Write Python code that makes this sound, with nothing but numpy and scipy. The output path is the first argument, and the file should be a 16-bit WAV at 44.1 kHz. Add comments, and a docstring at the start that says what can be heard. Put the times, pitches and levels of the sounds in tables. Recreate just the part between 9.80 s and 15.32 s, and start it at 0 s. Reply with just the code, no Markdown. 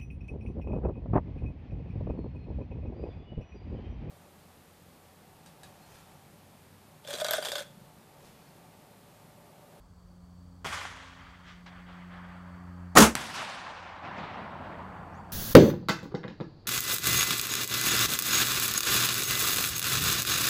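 """First comes the low rumble of an outdoor shooting range, with faint insects and a distant engine.
A neighbour's gun cracks. Then a muzzleloading rifle fires close by, from a bench under a timber roof.
Each shot rattles round the shelter and rolls back from banks and woods, duller the further it has gone.
The phone turns itself down under the blast and creeps back up; a bird chirps twice near the end."""
import sys
import numpy as np
from scipy import signal
from scipy.fft import rfft, irfft, next_fast_len
from scipy.io import wavfile

SR = 44100
rng = np.random.default_rng(int(sys.argv[2]) if len(sys.argv) > 2 else 0)


def wrap_up_sound(samples):
    """Save the sound to the file named by the first command line argument, as 16-bit audio."""
    columns = np.atleast_2d(samples).T
    # keep every value between -1 and 1, then stretch to whole-number steps
    tamed = np.clip(columns, -1, 1)
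    steps = np.round(tamed * 32767).astype(np.int16)
    wavfile.write(sys.argv[1], SR, steps)


N = 243431
TIME = np.arange(N) / SR
TICKS = TIME[::16]  # a coarser clock for loudness curves
BANDS_HZ = 25 * 2 ** (np.arange(29) / 3)  # three bands to an octave

# The rifle goes off in three steps (cap, ignition, muzzle blast): start_s, level_db, rise_s
FIRING = [(3.1528, -22, 0.00062), (3.157, -17.5, .007), (3.169, -3.5, 0.0041)]


def undb(db):
    """Turn decibels into a number to multiply a sound by."""
    return 10 ** (np.asarray(db) / 20)


def wander(rate_hz, times=TICKS):
    """A random curve, mostly between -1 and 1, that turns rate_hz times a second."""
    return 1.2 * np.interp(times * rate_hz, np.arange(4096), rng.standard_normal(4096))


def swell(age_s, rise_s, fade_s):
    """Loudness that builds up over rise_s, then falls by 60 dB every fade_s."""
    return np.clip(age_s / rise_s, 0, 1) * undb(-60 * np.maximum(age_s - rise_s, 0) / fade_s)


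def split_bands(sound):
    """Cut a sound into overlapping bands, low to high, all equally strong."""
    size = next_fast_len(N)
    spectrum = rfft(sound, size)
    hz = np.arange(len(spectrum)) * SR / size
    place = np.interp(np.log(hz + 1), np.log(BANDS_HZ), np.arange(len(BANDS_HZ)))
    bands = [irfft(spectrum * np.maximum(1 - abs(place - k), 0), size)[:N] for k in range(len(BANDS_HZ))]
    return [band / band.std() * np.sqrt(2 / 3) for band in bands]


def band_shares(colour, tilt_db=0, bass_db=0, treble_hz=1100, bass_hz=385):
    """Each band's share of the power; tilt_db is added per octave of treble, bass_db to the bass."""
    hz, db = np.transpose(colour)
    band_db = np.interp(np.log(BANDS_HZ), np.log(hz), db)
    band_db += tilt_db * np.maximum(np.log2(BANDS_HZ / treble_hz), 0)
    band_db += bass_db / (1 + (BANDS_HZ / bass_hz) ** 2)
    power = BANDS_HZ * undb(band_db) ** 2  # higher bands are wider
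    return power / power.sum()


def burst(start_s, level_db, rise_s, fade_s, tilt_db, bass_db):
    """The settings for one swarm of tiny echoes."""
    return start_s, level_db, rise_s, fade_s, tilt_db, bass_db


def reflections(bursts, colour, grain_db, flutter_db, patchy_db):
    """Swarms of tiny echoes blur into noise; the longer they travel, the more treble the air takes."""
    power = sum(np.outer(band_shares(colour, tilt, bass), (undb(db) * swell(TICKS - s, rise, fade)) ** 2)
                for s, db, rise, fade, tilt, bass in bursts)
    travel_s = np.maximum(TICKS - bursts[0][0], 0)
    # a few surfaces throw back much more than the rest
    swarm = rng.standard_normal(N) * undb(grain_db * wander(650, TIME))
    flutter = flutter_db * wander(60)
    out = np.zeros(N)
    for hz, band, band_power in zip(BANDS_HZ, split_bands(swarm), power):
        air_loss_db = 0.1634 * travel_s * (hz / 1000) ** 2.3
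        patches = patchy_db * wander(40)  # echoes that meet boost some pitches and cancel others
        out += band * np.interp(TIME, TICKS, np.sqrt(band_power) * undb(flutter + patches - air_loss_db))
    return out


def landscape(echoes, fired_s, fade_per_rise, tilt_db, delay_dulling, rise_dulling, woods_db, hill_db):
    """Echo bursts: deep woods answer slowly, fade slowly and sound dull; far ones are duller still."""
    bursts = []
    for start_s, level_db, rise_s in echoes:
        delay_s = start_s - fired_s
        echo_tilt_db = tilt_db - delay_dulling * delay_s - rise_dulling * rise_s
        bass_db = hill_db if delay_s > 1 else woods_db  # the distant hillside keeps more bass
        bursts.append(burst(start_s, level_db, rise_s, fade_per_rise * rise_s, echo_tilt_db, bass_db))
    return bursts


def open_air(level_db=-56.5):
    """Steady outdoor rumble with a faint hiss."""
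    # Tone of the open air: pitch_hz, relative_db
    colour = [(20, -19), (55, 4), (110, -3.5), (200, -10.5), (350, -19), (700, -20.5), (900, -17.5),
              (1400, -25), (2100, -34.5), (3800, -38.5), (5200, -36.5), (8000, -37.5), (10500, -44),
              (16000, -42.5)]
    bands = split_bands(rng.standard_normal(N))
    return undb(level_db) * sum(band * np.sqrt(share) for band, share in zip(bands, band_shares(colour)))


def insects():
    """Many insects blend into narrow bands of high hiss."""
    # Insect choruses: pitch_hz, width_hz, level_db
    choruses = [(4480, 300, -80), (4670, 90, -82.5), (7850, 130, -90.5)]
    out = np.zeros(N)
    for hz, width, db in choruses:
        band = signal.butter(2, [hz - width / 2, hz + width / 2], "band", fs=SR, output="sos")
        buzz = signal.sosfilt(band, rng.standard_normal(N))
        out += buzz / buzz.std() * undb(db)
    return out


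def engine(waver_db=1.04, ease_s=0.3, ease_db=5, darken_db=5.5, sag_hz=1):
    """A far engine hums on four harmonics (multiples of one pitch), then eases off, duller and lower."""
    # The engine's first three harmonics: time_s, second_pitch_hz, first_db, second_db, third_db
    drone = [(0.0, 176.1, -68, -64, -79), (0.29, 177.3, -64, -54, -84), (0.61, 177.2, -54, -55, -65),
             (0.93, 177.4, -54.5, -60, -66), (1.21, 177.0, -61, -67, -61.5),
             (1.72, 176.8, -65.5, -55.5, -69), (1.97, 177.5, -60.5, -49.5, -66.5),
             (2.62, 177.9, -53.5, -49, -65), (3.05, 177.2, -48, -44, -58)]
    times, *columns = np.transpose(drone)
    second_hz, *levels_db = (np.interp(TIME, times, column) for column in columns)
    levels_db.append(levels_db[1] - 22)  # the fourth follows the second, more quietly
    eased = np.clip((TIME - times[-1]) / ease_s, 0, 1)
    phase = 2 * np.pi * np.cumsum(second_hz / 2 - sag_hz * eased) / SR
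    out = np.zeros(N)
    for k, db in enumerate(levels_db):
        drop_db = (ease_db + k * darken_db) * eased
        out += np.sqrt(2) * undb(db - drop_db + waver_db * wander(5, TIME)) * np.sin((k + 1) * phase)
    return out


def bird():
    """Thin upward chirps, smeared by the trees."""
    # Chirps: start_s, level_db, start_hz, end_hz, length_s
    chirps = [(5.329, -71, 5380, 7300, 0.062), (5.505, -71, 5560, 7620, .068)]
    out = np.zeros(N + SR)
    for start_s, db, start_hz, end_hz, length_s in chirps:
        left = np.linspace(1, 0, int(length_s * SR))  # share of the chirp still to come
        phase = 2 * np.pi * np.cumsum(end_hz + (start_hz - end_hz) * left ** 2) / SR
        start = int(start_s * SR)
        out[start:start + len(left)] += undb(db) * np.sqrt(2 * left) * np.sin(phase)
    trees = rng.standard_normal(SR // 4) * swell(TIME[:SR // 4], rise_s=0.001, fade_s=0.17)
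    return signal.fftconvolve(out[:N], trees / np.linalg.norm(trees))[:N]


def along_benches(sound):
    """Travelling along the row of benches makes some pitches louder and others softer."""
    # Peaks and dips of the row: pitch_hz, width_hz, lift_db
    peaks = [(420, 100, 1), (562, 80, 5), (1190, 190, 2), (2615, 610, -1.5), (3270, 560, 3.5)]
    size = next_fast_len(N)
    hz = np.arange(size // 2 + 1) * SR / size
    lift_db = sum(db * np.exp(-(2 * (hz - centre) / width) ** 2) for centre, width, db in peaks)
    return irfft(rfft(sound, size) * undb(lift_db), size)[:N]


def neighbour_shot(fired_s=0.846):
    """The neighbour's bang rattles under the roof and comes back off boards and the landscape."""
    # Tone of this gun: pitch_hz, relative_db
    colour = [(30, -26), (90, -2.5), (200, -8.5), (370, -13.5), (800, -2), (1750, 1.5), (3200, -6),
              (4400, -10), (6400, -11), (9500, -16.5), (11500, -20.5), (15000, -28)]
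    # Slaps off flat boards: start_s, level_db
    slaps = [(0.925, -38), (1.014, -36), (1.0516, -34), (1.098, -46)]
    # Echoes from near and far: start_s, level_db, rise_s
    echoes = [(.917, -34.5, .015), (1.04, -50, 0.064), (1.343, -55, 0.068), (1.859, -43.5, 0.0053),
              (1.87, -52.5, 0.061), (2.05, -51, 0.043), (2.275, -50, .06), (2.335, -52.5, 0.16)]
    bang = burst(fired_s, -32, rise_s=0.0033, fade_s=0.21, tilt_db=-1.8, bass_db=16)
    rattle = burst(0.862, -39, rise_s=0.0034, fade_s=1.68, tilt_db=0.5, bass_db=1)
    swish = burst(1.635, -49, rise_s=0.057, fade_s=0.46, tilt_db=0.5, bass_db=-29)  # a soft, hissy echo
    bursts = [bang, rattle, swish]
    bursts += [burst(*row, rise_s=0.0013, fade_s=0.033, tilt_db=-6.5, bass_db=-24) for row in slaps]
    bursts += landscape(echoes, fired_s, fade_per_rise=36, tilt_db=0.7,
                        delay_dulling=0.96, rise_dulling=66.5, woods_db=-14, hill_db=-5)
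    return reflections(bursts, colour, grain_db=0.55, flutter_db=0.7, patchy_db=1.5)


def rifle_roll():
    """The shelter booms, then the shot rolls back from the backstop behind the targets and the woods."""
    # Tone of the rolling echo: pitch_hz, relative_db
    colour = [(25, -49), (60, -15), (110, -2.5), (200, 1.5), (400, -6.5), (850, 5), (1500, 0), (3200, -8),
              (6400, -17.5), (9500, -18.5), (15000, -22.5)]
    # Echoes off banks and woods: start_s, level_db, rise_s
    echoes = [(3.39, -27, 0.02), (3.529, -24, 0.016), (3.555, -25.5, 0.04), (3.737, -36, .11),
              (4.03, -40.5, 0.12), (4.212, -36, .052), (4.355, -33, 0.032), (4.45, -40, .15),
              (4.815, -44.5, 0.027)]
    boom = burst(3.172, -25, rise_s=0.02, fade_s=0.61, tilt_db=-9.5, bass_db=29)
    backstop = burst(3.352, -21.5, rise_s=0.0035, fade_s=1, tilt_db=4, bass_db=9)
    woods = landscape(echoes, fired_s=FIRING[0][0], fade_per_rise=40.4, tilt_db=7,
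                      delay_dulling=3, rise_dulling=85, woods_db=-7.5, hill_db=9.5)
    return reflections([boom, backstop] + woods, colour, grain_db=0.5, flutter_db=1.0, patchy_db=1.5)


def ringing_parts(waver=0.063):
    """The blast sets the rifle's steel lock, the bench and the roof ringing at unsteady pitches."""
    # Ringing parts: start_s, pitch_hz, level_db, rise_s, fade_s
    rings = [(3.160, 6970, -10, 0.027, .05), (3.163, 1074, -6.5, 0.0012, 0.013),
             (3.169, 1286, 1, 0.0063, .033), (3.170, 1887, -3, .004, 0.031), (3.186, 285, -2.5, .012, .12),
             (3.190, 434.3, -5, 0.016, 0.22), (3.200, 223.2, 2.5, 0.021, .22), (3.207, 867, -2, .012, .16),
             (3.215, 67.7, -12.5, .02, 0.28)]
    out = np.zeros(N)
    age_s = TIME[:SR // 2]
    for start_s, hz, db, rise_s, fade_s in rings:
        drift = waver / (1 + hz / 3000) * wander(200, age_s)  # timber wavers more than stiff steel
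        phase = 2 * np.pi * np.cumsum(hz * (1 + drift)) / SR
        start = int(start_s * SR)
        out[start:start + len(age_s)] += undb(db) * swell(age_s, rise_s, fade_s) * np.sin(phase)
    return out


def shock_waves():
    """Sharp cracks: the air pressure jumps up, slides down through zero and jumps back."""
    # The neighbour's gun, the blast off bench and roof, the target slap: start_s, peak_db, length_ms
    cracks = [(0.8457, -27, 0.68), (0.8603, -22.5, 0.9), (3.1731, 3.5, 0.8), (3.1767, 13, 0.7),
              (3.1785, 7, 0.22), (3.3540, -3.5, 0.38)]
    out = np.zeros(N)
    for start_s, peak_db, length_ms in cracks:
        pressure = np.linspace(1, -1, int(length_ms * SR / 1000))
        start = int(start_s * SR)
        out[start:start + len(pressure)] += undb(peak_db) * pressure
    return signal.sosfilt(signal.butter(1, 9000, fs=SR, output="sos"), out)


def rifle_blast():
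    """The rifle fires; its blast bounces off the rafters and slaps back off the target boards."""
    # Tone of the blast in the shelter: pitch_hz, relative_db
    colour = [(20, -26), (55, -3.5), (110, -9), (200, 7.5), (330, 1), (600, -4), (1200, -3.5), (2000, -9.5),
              (4200, -18), (7000, -14), (11000, -19), (16000, -21)]
    # Bounces off roof and rafters: start_s, level_db
    rafters = [(3.177, 3), (3.197, 1.5), (3.218, 3)]
    firing = [burst(*row, fade_s=0.17, tilt_db=-1.5, bass_db=-2.5) for row in FIRING]
    roof = [burst(*row, rise_s=0.008, fade_s=0.18, tilt_db=0.98, bass_db=-3.1) for row in rafters]
    target = burst(3.3526, -2.5, rise_s=0.00018, fade_s=0.012, tilt_db=3.5, bass_db=-10)
    return reflections(firing + roof + [target], colour, grain_db=0.7, flutter_db=0.04, patchy_db=1.0)


def scene():
    """Both shots and their echoes over the quiet range."""
    rifle = rifle_blast() + ringing_parts() + rifle_roll()
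    down_the_row = along_benches(neighbour_shot() + open_air() + insects())
    return (engine() + bird() + down_the_row + shock_waves() + rifle)[None]


def gain_control(sound, limit_db=-11, react_s=0.017, held_share=0.89, recover_db_per_s=7):
    """Sound over the limit is turned down; most of the cut lingers and slowly wears off."""
    smoothing = np.exp(-1 / (react_s * SR))
    power = signal.lfilter([1 - smoothing], [1, -smoothing], sound ** 2)
    over_db = np.maximum(10 * np.log10(power + 1e-12) - limit_db, 0)
    recovery_db = recover_db_per_s * TIME
    held_db = np.maximum.accumulate(held_share * over_db + recovery_db, axis=-1) - recovery_db
    return sound * undb(-np.maximum(over_db, held_db))


def record(dry, ceiling=0.92, top_hz=15800):
    """The phone turns the blast down, rounds its peaks and cuts the highest treble."""
    rounded = ceiling * np.tanh(gain_control(dry) / ceiling)
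    return signal.sosfilt(signal.ellip(10, 0.2, 80, top_hz, fs=SR, output="sos"), rounded)


dry = scene()
out = record(dry)
wrap_up_sound(out)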